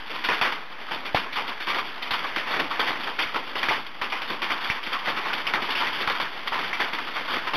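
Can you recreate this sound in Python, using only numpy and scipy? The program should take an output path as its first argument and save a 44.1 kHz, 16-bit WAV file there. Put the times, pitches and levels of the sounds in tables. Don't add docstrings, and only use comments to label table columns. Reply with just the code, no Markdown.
import sys
import numpy as np
from scipy import signal
from scipy.fft import rfft, irfft, next_fast_len
from scipy.io import wavfile
from scipy.ndimage import uniform_filter1d

SR = 44100
rng = np.random.default_rng(int(sys.argv[2]) if len(sys.argv) > 2 else 0)


def nominal_scale(level):
    x = np.asarray(level, float) / 20
    return 10 ** x


def pcm_store(signal):
    levels = np.round(np.clip(np.atleast_2d(signal), -1, 1) * 32767)
    wavfile.write(sys.argv[1], SR, levels.astype(np.int16).T)


N = 333396

# start_s, peak_db, ring_s
NEAR_SHEET_BLOWS = [(.288, -14, .38), (.377, -33, 0.12), (.523, -23.5, 0.34), (1.146, -10, 0.37),
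                    (1.39, -27.5, 0.4), (2.539, -16.5, 0.12), (2.794, -13.5, 0.6), (3.359, -15, 0.14),
                    (3.555, -17.5, 0.93), (3.686, -13, 0.42), (4.219, -21, .25), (4.866, -23, 0.27),
                    (5.62, -17.5, 0.43), (5.835, -24.5, 0.72), (6.59, -17.5, 0.32), (6.932, -18, 0.37)]
# start_s, peak_db, ring_s
NEAR_RAFTER_BLOWS = [(.159, -27, 0.24), (.318, -13, 0.32), (.413, -8, 0.49), (.938, -24.5, 0.13),
                     (1.671, -14.5, 0.58), (2.134, -13.5, 0.39), (2.182, -27, 0.14), (2.361, -12, 0.35),
                     (2.999, -23.5, 0.36), (4.016, -12.5, .31), (4.122, -16.5, 0.48), (4.7, -20, 0.56),
                     (4.989, -24.5, 0.25), (5.537, -7, 0.26), (5.868, -17.5, 0.21), (6.074, -11.5, 0.24),
                     (6.099, -9.5, 0.18), (6.151, -17, 0.15), (6.2, -11.5, 0.32), (6.544, -25, 0.11),
                     (6.986, -17, 0.14)]
# start_s, peak_db, ring_s
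FAR_SHEET_BLOWS = [(.096, -23, 0.58), (.442, -14.5, 0.42), (.909, -16, 0.34), (1.05, -20, 0.26),
                   (1.477, -17.5, 0.24), (1.741, -15.5, 0.39), (2.26, -22.5, 0.22), (2.468, -21, .65),
                   (2.868, -14.5, 0.48), (3.068, -17.5, 0.27), (3.58, -23.5, 0.21), (4.276, -23.5, 0.38),
                   (5.072, -11, 0.29), (5.161, -15.5, 0.38), (5.38, -22, 0.26), (6.005, -12.5, 0.2),
                   (6.631, -22, 0.72), (6.829, -21, 0.1), (7.16, -15, 0.26), (7.302, -15.5, 0.23),
                   (7.328, -17, 0.41), (7.359, -21, .2)]
# start_s, peak_db, ring_s
FAR_RAFTER_BLOWS = [(.071, -21, 0.13), (.143, -16.5, 0.2), (.882, -24, 0.15), (1.357, -10.5, 0.38),
                    (1.698, -13.5, 0.23), (1.785, -6, 0.095), (2.238, -13, 0.18), (2.505, -12, 0.3),
                    (2.705, -12, 0.24), (3.711, -14.5, 0.52), (4.5, -9.5, 0.37), (4.604, -19, 0.76),
                    (4.638, -15.5, 0.51), (4.92, -12.5, 0.33), (5.048, -16, 0.6), (5.246, -15, 0.9),
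                    (5.682, -17, 0.41), (5.801, -9, 0.38), (6.521, -9, 0.36), (6.729, -21.5, 0.69),
                    (6.795, -8, 0.36), (7.067, -22, .41), (7.275, -16, 0.48), (7.469, -9.5, 0.17)]
# start_s, peak_db, ring_s
EAVES_BLOWS = [(.24, -17.5, 0.42), (1.327, -26, 0.17), (1.604, -24.5, 0.32), (1.854, -33.5, 0.34),
               (2.023, -22.5, 0.24), (2.107, -17, 0.18), (3.034, -24.5, 0.12), (3.19, -14.5, 0.43),
               (3.629, -14.5, 0.23), (3.864, -28, 0.13), (4.1, -33.5, 0.3), (4.419, -17, 0.35),
               (4.829, -31.5, 0.54), (5.331, -16.5, 0.19), (5.468, -16, 0.21), (5.702, -15, 0.26),
               (5.754, -17.5, .43), (5.928, -26, 0.73), (6.474, -17, 0.12), (7.138, -32, 0.26)]
# start_s, peak_db, ring_s
WIDE_PANEL_BLOWS = [
    (2.563, -14, 0.17),
    (2.592, -13.5, 0.26),
    (3.344, -17.5, .27),
    (3.388, -24.5, 0.19),
    (4.297, -18, 0.3),
    (7.039, -32.5, 0.54),
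    (7.534, -13, .48),
]
# frequency_hz, density_db (per Hz)
ROOF_SPECTRUM = [(35, -48), (60, -37), (226, -16.5), (265, -13), (518, -11), (587, -13.5), (1010, -3),
                 (1610, -6), (2330, -4.5), (2640, -7.5), (3260, -5), (3560, -4), (4100, -13), (5330, -52),
                 (9020, -120)]
# frequency_hz, share (of the blow's ring_s)
RING_SHARE = [
    (100, 2.1),
    (400, 0.8),
    (1000, 1.07),
    (2000, .95),
    (3800, 0.83),
]
# start_s, peak_db, pitch_hz
OVERHEAD_KNOCKS = [(0.24, -21, 2340), (0.288, -8, 2260), (0.318, -17, 1037), (0.413, -18, 940),
                   (1.608, -27, 2580), (1.671, -21, 1510), (2.109, -15, 1800), (2.361, -15, 1880),
                   (2.795, -12, 1450), (4.504, -16.5, 2454), (3.188, -13.5, 1800), (3.344, -16, 1195),
                   (3.63, -13, 1350), (3.686, -7, 2033), (3.711, -10, 1028), (4.015, -10, 2500),
                   (4.122, -18, 2290), (4.419, -20, 1107), (4.7, -4.5, 2560), (5.538, -8.5, 1775),
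                   (5.753, -9.5, 3085), (6.076, -12.5, 1697), (6.2, -14.5, 1097), (6.521, -13, 1058),
                   (6.73, -9, 2320), (7.535, -19, 3070)]
# start_s, peak_db, pitch_hz
HEAVIEST_KNOCK = [
    (1.1464, 1.5, 880),
]
# centre_s, depth_db
LOW_DIPS = [
    (.2955, -33),
    (.4162, -28),
    (1.1505, -18),
    (2.115, -32),
    (3.26, -37),
    (3.695, -31),
    (4.0185, -39),
    (4.703, -24),
    (6.0765, -28),
]
# start_s, level_db
PATTER_LEVEL = [(0.0, -31.5), (0.12, -36.5), (0.35, -28), (0.55, -38), (0.85, -34), (2.06, -32),
                (2.72, -29.5), (3.33, -33), (3.7, -30.5), (3.83, -40.5), (4.1, -33.5), (4.57, -32),
                (5.0, -34), (5.582, -29), (5.69, -34.5), (6.08, -27), (6.3, -31.5), (7.56, -30)]
# frequency_hz, density_db (per Hz)
LAWN_SPECTRUM = [(35, -57.5), (60, -26), (260, -6.5), (576, -7.5), (997, -1.5), (1550, -3), (2290, -3),
                 (2640, -5), (3380, -2), (4100, -9.5), (5330, -48), (9020, -120)]

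SHEET_BASS_DB, RAFTER_BASS_DB, EAVES_BASS_DB, WIDE_BASS_DB = 5, -4, 0, 10
SHEET_TREBLE_DB, RAFTER_TREBLE_DB, EAVES_TREBLE_DB = 1.8, -0.85, 5.5
NEAR_CRACK_DB, FAR_CRACK_DB, EAVES_CRACK_DB, WIDE_CRACK_DB = 6, -4.5, 2.5, -1.2
USUAL_DB, DULLER = -17, 0.34
KNOCK_T60_S, RING_T60_S, RING_UNDER_DB = 0.017, 0.17, -19.5
BEND, BEND_S = 0.28, 0.0023
CAMERA_HZ, TOP_HZ = 8000, 15760
CLIP, STEP, OFFSET = 0.29, 0.005316, 0.0139


def stones():
    spots = [(NEAR_SHEET_BLOWS, SHEET_BASS_DB, SHEET_TREBLE_DB, NEAR_CRACK_DB),
             (NEAR_RAFTER_BLOWS, RAFTER_BASS_DB, RAFTER_TREBLE_DB, NEAR_CRACK_DB),
             (FAR_SHEET_BLOWS, SHEET_BASS_DB, SHEET_TREBLE_DB, FAR_CRACK_DB),
             (FAR_RAFTER_BLOWS, RAFTER_BASS_DB, RAFTER_TREBLE_DB, FAR_CRACK_DB),
             (EAVES_BLOWS, EAVES_BASS_DB, EAVES_TREBLE_DB, EAVES_CRACK_DB),
             (WIDE_PANEL_BLOWS, WIDE_BASS_DB, SHEET_TREBLE_DB, WIDE_CRACK_DB)]
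    out = np.zeros(N + SR)
    length = SR * 2 // 5
    for blows, bass_db, treble_db, crack_db in spots:
        for start_s, peak_db, ring_s in blows:
            high_db = treble_db - DULLER * (peak_db - USUAL_DB)
            blow = panel(bass_db, high_db, np.clip(ring_s, 0.05, 0.7), crack_db, length)
            out[round(start_s * SR):][:length] += nominal_scale(peak_db) * blow
    return nominal_scale(5) * coloured(out[:N], ROOF_SPECTRUM)


def panel(low_db, high_db, ring_s, crack_db, length):
    t = np.arange(length) / SR
    hz, frame_s, z = signal.stft(rng.standard_normal((2, length)), SR, nperseg=256)
    tilt_db = along([(120, 0.56 * low_db), (400, low_db), (1200, 0.0035), (3000, high_db)], hz)[:, None]
    modes_db = 2.2 * patches(z[0].shape, bins=3, frames=12)
    rattle_db = 1.4 * patches(z[0].shape, bins=12, frames=1)
    fade_db = -60 * frame_s / (ring_s * along(RING_SHARE, hz)[:, None])
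    wash_db = modes_db + rattle_db + fade_db
    gains = nominal_scale(tilt_db + np.array([wash_db, 0 * fade_db]))
    wash, snap = signal.istft(z * gains, SR, nperseg=256)[1][:, :length]
    build = 1 - np.exp(-t / (0.0031 * nominal_scale(-crack_db)))
    crack = nominal_scale(crack_db - 1.5 - 60 * t / 0.019) * snap
    return wash * build + crack


def overhead():
    out = np.zeros(N + SR)
    t = np.arange(SR // 5) / SR
    knocks = OVERHEAD_KNOCKS + HEAVIEST_KNOCK
    spots = rng.standard_normal((len(knocks), 2, 6, 1))
    rising = t - BEND * BEND_S * (1 - np.exp(-t / BEND_S))
    attack = 1 - np.exp(-t / 0.00022)
    for row, (detune, size) in zip(knocks, spots):
        start_s, peak_db, pitch_hz = row
        knock = nominal_scale(-60 * t / KNOCK_T60_S) * np.sin(2 * np.pi * pitch_hz * rising)
        mode_hz = pitch_hz * np.exp(0.13 * detune)
        modes = nominal_scale(3 * size) * np.sin(2 * np.pi * mode_hz * t + size)
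        ring = nominal_scale(RING_UNDER_DB - 60 * t / RING_T60_S) * modes.sum(axis=0)
        ring = ring * (row not in HEAVIEST_KNOCK)
        out[round(start_s * SR):][:len(t)] += nominal_scale(peak_db - 3.5) * attack * (knock + ring)
    return out[:N]


def low_dips():
    t = np.arange(N) / SR
    out = np.zeros(N)
    for start_s, depth_db in LOW_DIPS:
        out -= nominal_scale(depth_db) * np.exp(-((t - start_s) / 0.0012) ** 2)
    return signal.lfilter(*signal.butter(1, 30, "high", fs=SR), out)


def patter():
    start_s, level_db = np.transpose(PATTER_LEVEL)
    pellets = nominal_scale(-1.5) * showers(per_s=110, spread_db=9.5, t60=0.12)
    drops = nominal_scale(-4.0) * showers(per_s=510, spread_db=10, t60=0.0086)
    z = signal.stft(rng.standard_normal(N), nperseg=512)[2]
    uneven = nominal_scale(2.2 * patches(z.shape, bins=5, frames=10))
    rain = unit(signal.istft(z * uneven, nperseg=512)[1][:N])
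    swell = nominal_scale(np.interp(np.arange(N) / SR, start_s, level_db) - 3.0)
    return swell * unit(coloured(rain + pellets + drops, LAWN_SPECTRUM))


def showers(per_s, spread_db, t60):
    hits = rng.random((round(per_s * N / SR), 2))
    energy = np.bincount((hits[:, 0] * N).astype(int), nominal_scale(2 * spread_db * hits[:, 1]), N)
    decay = nominal_scale(-2 * 60 * np.arange(SR // 4) / SR / t60)
    tails = signal.fftconvolve(energy, decay)[:N]
    return unit(np.sqrt(np.abs(tails)) * rng.standard_normal(N))


def patches(shape, bins, frames):
    field = uniform_filter1d(rng.standard_normal(shape), size=bins, axis=-2)
    field = uniform_filter1d(field, size=frames, axis=-1)
    return field / field.std()


def coloured(x, spectrum):
    m = 2 * next_fast_len(len(x) // 2 + 4096)
    gain = nominal_scale(along(spectrum, np.fft.rfftfreq(m, 1 / SR)))
    cepstrum = irfft(np.log(gain + 1e-4), m)
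    cepstrum[1:m // 2] *= 2
    cepstrum[m // 2 + 1:] = 0
    return irfft(rfft(x, m) * np.exp(rfft(cepstrum)), m)[:len(x)]


def along(points, hz):
    f, v = np.transpose(points)
    return np.interp(np.log(hz + 1), np.log(f + 1), v)


def unit(x):
    return x / np.sqrt(np.mean(x ** 2, axis=-1, keepdims=True) + 1e-20)


def scene():
    return (stones() + overhead() + low_dips() + patter())[None]


def roll_off(x):
    return signal.sosfilt(signal.butter(12, 15880, fs=SR, output="sos"), x)


def record(dry):
    clipped = dry[0] / (1 + np.abs(dry[0] / CLIP) ** 8) ** (1 / 8) - OFFSET
    slow = signal.resample_poly(clipped, 80, 441)
    slow = np.pad(slow, (1, 3), mode="edge")
    slow = STEP * np.round(slow / STEP)
    place = np.arange(N) * CAMERA_HZ / SR
    k = place.astype(int)
    u = place - k
    weights = [-u * (u - 1) * (u - 2) / 6,
               (u + 1) * (u - 1) * (u - 2) / 2,
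               -(u + 1) * u * (u - 2) / 2,
               (u + 1) * u * (u - 1) / 6]
    smooth = sum(w * slow[k + j] for j, w in enumerate(weights))
    edge = signal.firwin(601, TOP_HZ, fs=SR, window=("kaiser", 7))
    smooth = signal.fftconvolve(np.pad(smooth, 300, mode="edge"), edge, mode="valid")
    return roll_off(smooth[None])


dry = scene()
out = record(dry)
pcm_store(out)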